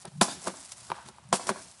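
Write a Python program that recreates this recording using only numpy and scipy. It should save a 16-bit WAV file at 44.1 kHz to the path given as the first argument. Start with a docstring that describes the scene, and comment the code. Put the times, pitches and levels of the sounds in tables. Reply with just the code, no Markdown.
"""Rope skipping under trees

Someone skips with a long rope on a lawn, close to a small microphone. Shedding vortices, the rope
hums as it swings down; it cracks on the turf and sprays through the grass, and then the feet land.
Each impact gives damped tones and bursts of contact noise. The handles knock in between, grass
and clothes rustle by friction, and the trees reflect a soft echo over faint moving air."""
import sys
import numpy as np
from scipy import signal
from scipy.fft import rfft, irfft, next_fast_len
from scipy.io import wavfile
from scipy.ndimage import uniform_filter1d

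SR = 44100
rng = np.random.default_rng(int(sys.argv[2]) if len(sys.argv) > 2 else 0)


def persist_wave(psi):
    """Save psi, clipped to +-1, as 16-bit WAV."""
    counts = np.round(np.clip(psi, -1, 1) * 32767).astype(np.int16)
    wavfile.write(sys.argv[1], SR, np.atleast_2d(counts).T)


N = 79380
T = np.arange(N) / SR

# Rope strikes on the turf (time [s], thump [dB], patter [dB], crack [dB], spray [dB], swish [dB])
ROPE_STRIKES = [(0.2131, -22, -20.5, -9.5, -23, -33.5), (1.3277, -26.5, -22.5, -19.5, -26.5, -44.5)]
# Spectrum of a sharp impact (frequency [Hz], level [dB])
CRACK_SPECTRUM = [(100, -28), (800, 16), (2000, -1.5), (3800, 4.5), (6000, -8), (11000, -2.5)]
# Spectrum of brushed blades and leaves (frequency [Hz], level [dB])
GRASS_SPECTRUM = [(100, -76), (700, -0.5), (2000, -4.5), (3200, -5), (5000, 0), (6500, -0.5), (8500, 1),
                  (11000, -3)]
# Spectrum of a dull scuff or rattle (frequency [Hz], level [dB])
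SCUFF_SPECTRUM = [(30, -41), (90, -16.5), (180, 1.5), (280, -6), (370, 3.5), (600, -2.5), (1000, -4.5),
                  (1600, -8.5), (2500, -15), (5000, -19.5), (11000, -80)]


def rope_slaps():
    """Impact: the rope cracks, lands with a short hollow ring, patters down and whips the grass."""
    # Stretches of rope meet the turf (time [s], level [dB], frequency ratio [1])
    contacts = [(0.2131, -13.5, 1.06), (0.2162, -9, 1.003), (1.3284, -9.5, 1.019), (1.3358, -25, 1.3)]
    # Ringing tones of the slap (frequency [Hz], level [dB], 60 dB decay time [s])
    slap_tones = [(372, -22, .035), (535, -21, .03), (722, -10, .035), (850, -9, .02), (990, -3, .028),
                  (1250, -13, .022)]
    # Spectrum of the rope lying down (frequency [Hz], level [dB])
    patter_spectrum = [(30, -56), (90, -27.5), (180, 0.5), (290, -5.5), (380, 5), (600, 2.5), (900, 7),
                       (1300, -2), (2000, -8.5), (4000, -12), (11000, -42)]
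    thud = sum(amp(db) * ring(at, slap_tones, pitch) for at, db, pitch in contacts)
    patter, crack, spray = 0, 0, 0
    for at, thump_db, patter_db, crack_db, spray_db, _ in ROPE_STRIKES:
        thud += amp(thump_db) * soil_thump(at)
        patter += amp(patter_db) * burst(at + 0.0022, 0.0024, 0.017)
        crack += amp(crack_db) * burst(at, 0.0008, 0.0032)
        plateau = np.minimum(burst(at - 0.0005, 0.00054, 9), burst(at + 0.011, 9, 0.021))
        spray += amp(spray_db) * plateau
    return (thud + colour(patter * grains(4.2), patter_spectrum)
            + colour(crack * grains(0.5), CRACK_SPECTRUM)
            + colour(spray * grains(4.2), GRASS_SPECTRUM))


def rope_swish():
    """Aeolian tone: vortex shedding hums higher and louder as the rope speeds to the ground."""
    slow_hz, fast_hz, roughness = 107.6, 198.2, 0.7
    swish = 0
    for at, *_, db in ROPE_STRIKES:
        hz = slow_hz + (fast_hz - slow_hz) * burst(at, rise_s=0.0613, decay_s=0.205)
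        phase = 2 * np.pi * np.cumsum(hz) / SR
        eddies = drift(110) * np.sin(phase) + drift(110) * np.cos(phase)
        hum = (1 - roughness) * np.sin(phase) + roughness * eddies
        swish += amp(db) * burst(at, rise_s=0.055, decay_s=0.005) * hum
    return swish


def feet():
    """Impact and friction: the soles tap and thud on the soil and scuff the grass."""
    # Landings (time [s], thud [dB], frequency ratio [1], thump [dB], tap [dB], scuff [dB])
    landings = [(0.4715, -25.5, 1.244, -30, -21, -36.5), (0.4825, -47, 1.2, -36, -27.5, -39.5),
                (1.4924, -12.5, 1.08, -38, -21, -30.5), (1.5014, -18.5, 1.004, -37, -42, -44)]
    # Ringing tones of a footfall (frequency [Hz], level [dB], 60 dB decay time [s])
    footfall_tones = [(362, -7, .04), (480, -18, .025), (965, -2, .02), (1280, -11, .014)]
    # Spectrum of a sole's tap (frequency [Hz], level [dB])
    tap_spectrum = [(100, -9), (500, 5), (1100, 4), (2000, -11.5), (3500, -14), (6000, -18), (11000, -28)]
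    thud, tap, scuff = 0, 0, 0
    for at, thud_db, pitch, thump_db, tap_db, scuff_db in landings:
        thud += amp(thud_db) * ring(at, footfall_tones, pitch) + amp(thump_db) * soil_thump(at)
        tap += amp(tap_db) * burst(at + 0.0015, 0.0009, 0.0009)
        scuff += amp(scuff_db) * burst(at + 0.0013, 0.016, 0.021)
    return (thud + colour(tap * grains(0.49), tap_spectrum)
            + colour(scuff * grains(3.5, samples=80), SCUFF_SPECTRUM))


def soil_thump(at, hz=203.3, rise_s=0.0065):
    """Compliance: soft soil gives way under a blow in a short, low, damped oscillation."""
    age = np.maximum(T - at, 0)
    swell = (age / rise_s) ** 2 * np.exp(2 - 2 * age / rise_s)
    return swell * np.sin(2 * np.pi * hz * age)


def handles():
    """Free vibration: each knock leaves a short hollow ring, with a tick and a rattle."""
    # Knocks of the handles (time [s], ring [dB], rattle [dB], tick [dB])
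    knocks = [(0.0541, -55, -35, -31), (0.9017, -29.5, -36.5, -32), (0.9175, -16.5, -45.5, -33.5),
              (1.0866, -42, -46, -36), (1.1841, -40.5, -56.5, -51)]
    # Modes of a handle (frequency [Hz], level [dB], 60 dB decay time [s])
    handle_modes = [(380, -53, 0.09), (938, -2.5, 0.029), (1028, -10.5, 0.024), (1184, -14, 0.035),
                    (2320, -22, 0.036)]
    body = sum(amp(db) * ring(at, handle_modes) for at, db, _, _ in knocks)
    rattle = sum(amp(db) * burst(at + 0.00076, 0.0047, 0.011) for at, _, db, _ in knocks)
    tick = sum(amp(db) * burst(at, 0.00015, 0.0012) for at, _, _, db in knocks)
    return (body + colour(rattle * grains(4.9, samples=60), SCUFF_SPECTRUM)
            + colour(tick * grains(0.41), CRACK_SPECTRUM))


def rustle():
    """Friction and brittle fracture: grass and clothes brush in swells, and a few dry stalks snap."""
    # Brushes of grass and clothes (time [s], level [dB], rise [s], decay [s])
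    brushes = [(0.029, -52, 0.023, 0.017), (0.445, -41, 0.014, 0.0071), (0.479, -38, .018, 0.018),
               (0.608, -50, 0.27, 0.27), (0.72, -40, 0.0017, 0.006), (0.882, -57.5, .06, 0.025),
               (1.081, -50, 0.0072, .012), (1.468, -34.5, 0.00062, 0.021), (1.497, -40, .006, 0.0041),
               (1.621, -44.5, 0.012, 0.013), (1.70, -54.5, 0.18, 0.22)]
    # Snapping stalks (time [s], level [dB])
    stalks = [(0.0533, -35), (0.603, -42), (0.65, -41.5), (0.951, -58), (0.962, -41), (0.979, -53),
              (0.998, -50.5), (1.289, -48)]
    # Spectrum of a snap (frequency [Hz], level [dB])
    snap_spectrum = [(100, -22), (2000, -20), (3300, -24), (5000, 4), (7000, -15), (9000, 13.5),
                     (11000, -6)]
    swell = sum(amp(db) * burst(at, rise, decay) for at, db, rise, decay in brushes)
    brushing = swell * grains(4.26) * amp(2.3 * drift(70.07))
    snaps = sum(amp(db) * burst(at, 0.0003, 0.0011) for at, db in stalks)
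    return colour(brushing, GRASS_SPECTRUM) + colour(snaps * grains(0.7), snap_spectrum)


def clothes():
    """Air displacement and friction: loose cloth flaps in low puffs and rubs as the arms sweep up."""
    # Flaps of cloth (time [s], level [dB], rise [s], decay [s])
    flaps = [(0.077, -44.5, 0.003, 0.0098), (0.37, -46, 0.06, 0.032), (0.819, -60.5, 0.04, 0.048),
             (1.064, -45.5, 0.012, 0.013), (1.664, -50, 0.02, 0.0087)]
    # Spectrum of a flap (frequency [Hz], level [dB])
    flap_spectrum = [(30, -36.5), (80, -8), (130, -3.5), (190, -6), (280, -21.5), (380, -14), (700, -28),
                     (3000, -25), (11000, -33)]
    # Spectrum of rubbing cloth (frequency [Hz], level [dB])
    rub_spectrum = [(100, -19), (500, -9.5), (900, 5), (1500, 5), (2200, -9), (4000, -8), (11000, -39)]
    puffs = sum(amp(db) * burst(at, rise, decay) for at, db, rise, decay in flaps)
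    rub = amp(-47.5) * burst(at=0.96, rise_s=0.057, decay_s=0.073)
    return colour(puffs * grains(1), flap_spectrum) + colour(rub * grains(4.7), rub_spectrum)


def grove_echo(direct):
    """Reflection and scattering: a near echo, a dull slap from trunks, a diffuse wash from the canopy."""
    # Frequency response of the scattering trees (frequency [Hz], gain [dB])
    tree_response = [(40, -20), (120, 7), (200, -7.5), (290, 8), (380, -4.5), (600, -5.5), (1000, -5.5),
                     (2000, 0.5), (5000, 3), (11000, 1.5)]
    build_s, decay_s, canopy_delay_s, canopy_width_s = 0.027, 0.07, 0.091, 0.023
    wash = rng.standard_normal(N) * (1 - np.exp(-T / build_s)) * np.exp(-T / decay_s)
    canopy = rng.standard_normal(N) * np.exp(-0.5 * ((T - canopy_delay_s) / canopy_width_s) ** 2)
    response = amp(-17) * wash / np.linalg.norm(wash) + amp(-19) * canopy / np.linalg.norm(canopy)
    scattered = signal.fftconvolve(direct, response)[:N]
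    trunk_band = signal.butter(2, [344, 1430], "band", fs=SR, output="sos")
    trunks = amp(-19.5) * signal.sosfilt(trunk_band, delay(direct, lag_s=0.0672))
    near = amp(-18.5) * delay(direct, lag_s=0.006)
    return near + trunks + colour(scattered, tree_response, normalise=False)


def breeze():
    """Flow noise: softly moving air swells and ebbs beside a faint crackle of leaves."""
    # Spectrum of moving air (frequency [Hz], level [dB])
    air_spectrum = [(25, -18), (60, 20), (110, 19.5), (170, 9), (260, 4.5), (500, 1.5), (950, 6),
                    (1500, 1.5), (3000, 0), (6000, -12), (11000, -29.5)]
    air = amp(-60.5) * colour(rng.standard_normal(N), air_spectrum) * amp(2 * drift(4.2))
    leaves = amp(-73.5) * colour(grains(3.6), GRASS_SPECTRUM) * amp(drift(33))
    return air + leaves


def amp(db):
    """Amplitude ratio of a level in decibels."""
    return 10 ** (np.asarray(db) / 20)


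def colour(x, spectrum, normalise=True):
    """Minimum-phase filtering; normalised, white noise roughly keeps its power."""
    size = next_fast_len(2 * N)
    hz, db = np.array(spectrum, float).T
    bin_hz = np.arange(size // 2 + 1) * SR / size
    gain = amp(np.interp(np.log(bin_hz + 1), np.log(hz), db))
    if normalise:
        gain /= np.sqrt(np.mean(gain[:size // 4] ** 2) / 2)
    cepstrum = irfft(np.log(gain), size)
    cepstrum[1:size // 2] *= 2  # folding onto positive time makes the filter causal
    cepstrum[size // 2 + 1:] = 0
    return irfft(rfft(x, size) * np.exp(rfft(cepstrum)), size)[:N]


def burst(at, rise_s, decay_s):
    """Exponential growth to a peak of 1, then exponential decay."""
    return np.exp(np.minimum((T - at) / rise_s, (at - T) / decay_s))


def grains(spread_db, samples=24):
    """Granular noise: tiny contacts of unequal strength, with an rms of 1."""
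    noise = rng.standard_normal(N)
    strength = np.repeat(rng.standard_normal(N // samples + 1), samples)[:N].clip(-2, 2)
    noise *= amp(spread_db * strength)
    return noise / noise.std()


def drift(rate_hz):
    """Random modulation: smoothed steps with a standard deviation of 1."""
    hold = int(SR / rate_hz)
    steps = np.repeat(rng.standard_normal(N // hold + 1), hold)
    smooth = uniform_filter1d(uniform_filter1d(steps, hold), hold)[:N]
    return smooth / smooth.std()


def ring(at, tones, pitch=1, contact_s=0.00008):
    """Superposition: damped sinusoids started by one brief contact."""
    age = np.maximum(T - at, 0)
    tone = sum(amp(db) * np.cos(2 * np.pi * hz * pitch * age) * np.exp(-np.log(1000) * age / t60)
               for hz, db, t60 in tones)
    return tone * (1 - np.exp(-age / contact_s))


def delay(x, lag_s):
    """Propagation delay: the same wave arrives later."""
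    return np.interp(T - lag_s, T, x, left=0)


def scene():
    """Mid-side stereo: the skipper is straight ahead; the two channels differ only by a faint, delayed treble."""
    # Side signal relative to mid (frequency [Hz], gain [dB])
    side_response = [(60, -45), (250, -63), (900, -60), (2200, -38), (4200, -34), (5800, -43),
                     (7700, -12.5), (11000, -42)]
    direct = rope_slaps() + rope_swish() + feet() + handles() + rustle() + clothes()
    mid = direct + grove_echo(direct) + breeze()
    side = colour(delay(mid, lag_s=0.00059), side_response, normalise=False)
    return np.array([mid + side, mid - side])


def record(dry):
    """Transduction: the microphone thins the bass, colours the low middle, rounds peaks, cuts the top."""
    # Frequency response of the microphone (frequency [Hz], gain [dB])
    microphone_response = [(25, -3), (60, -8.5), (110, -2.5), (190, 1.5), (240, 3), (295, -7), (365, 1.5),
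                           (450, -6.5), (530, 1), (610, 1), (720, 1), (1000, 0.5), (2000, -2), (11000, 1)]
    heard = np.array([colour(channel, microphone_response, normalise=False) for channel in dry])
    low_pass = signal.ellip(12, 0.1, 85, 11050, fs=SR, output="sos")
    return signal.sosfilt(low_pass, np.tanh(heard))


dry = scene()
out = record(dry)
persist_wave(out)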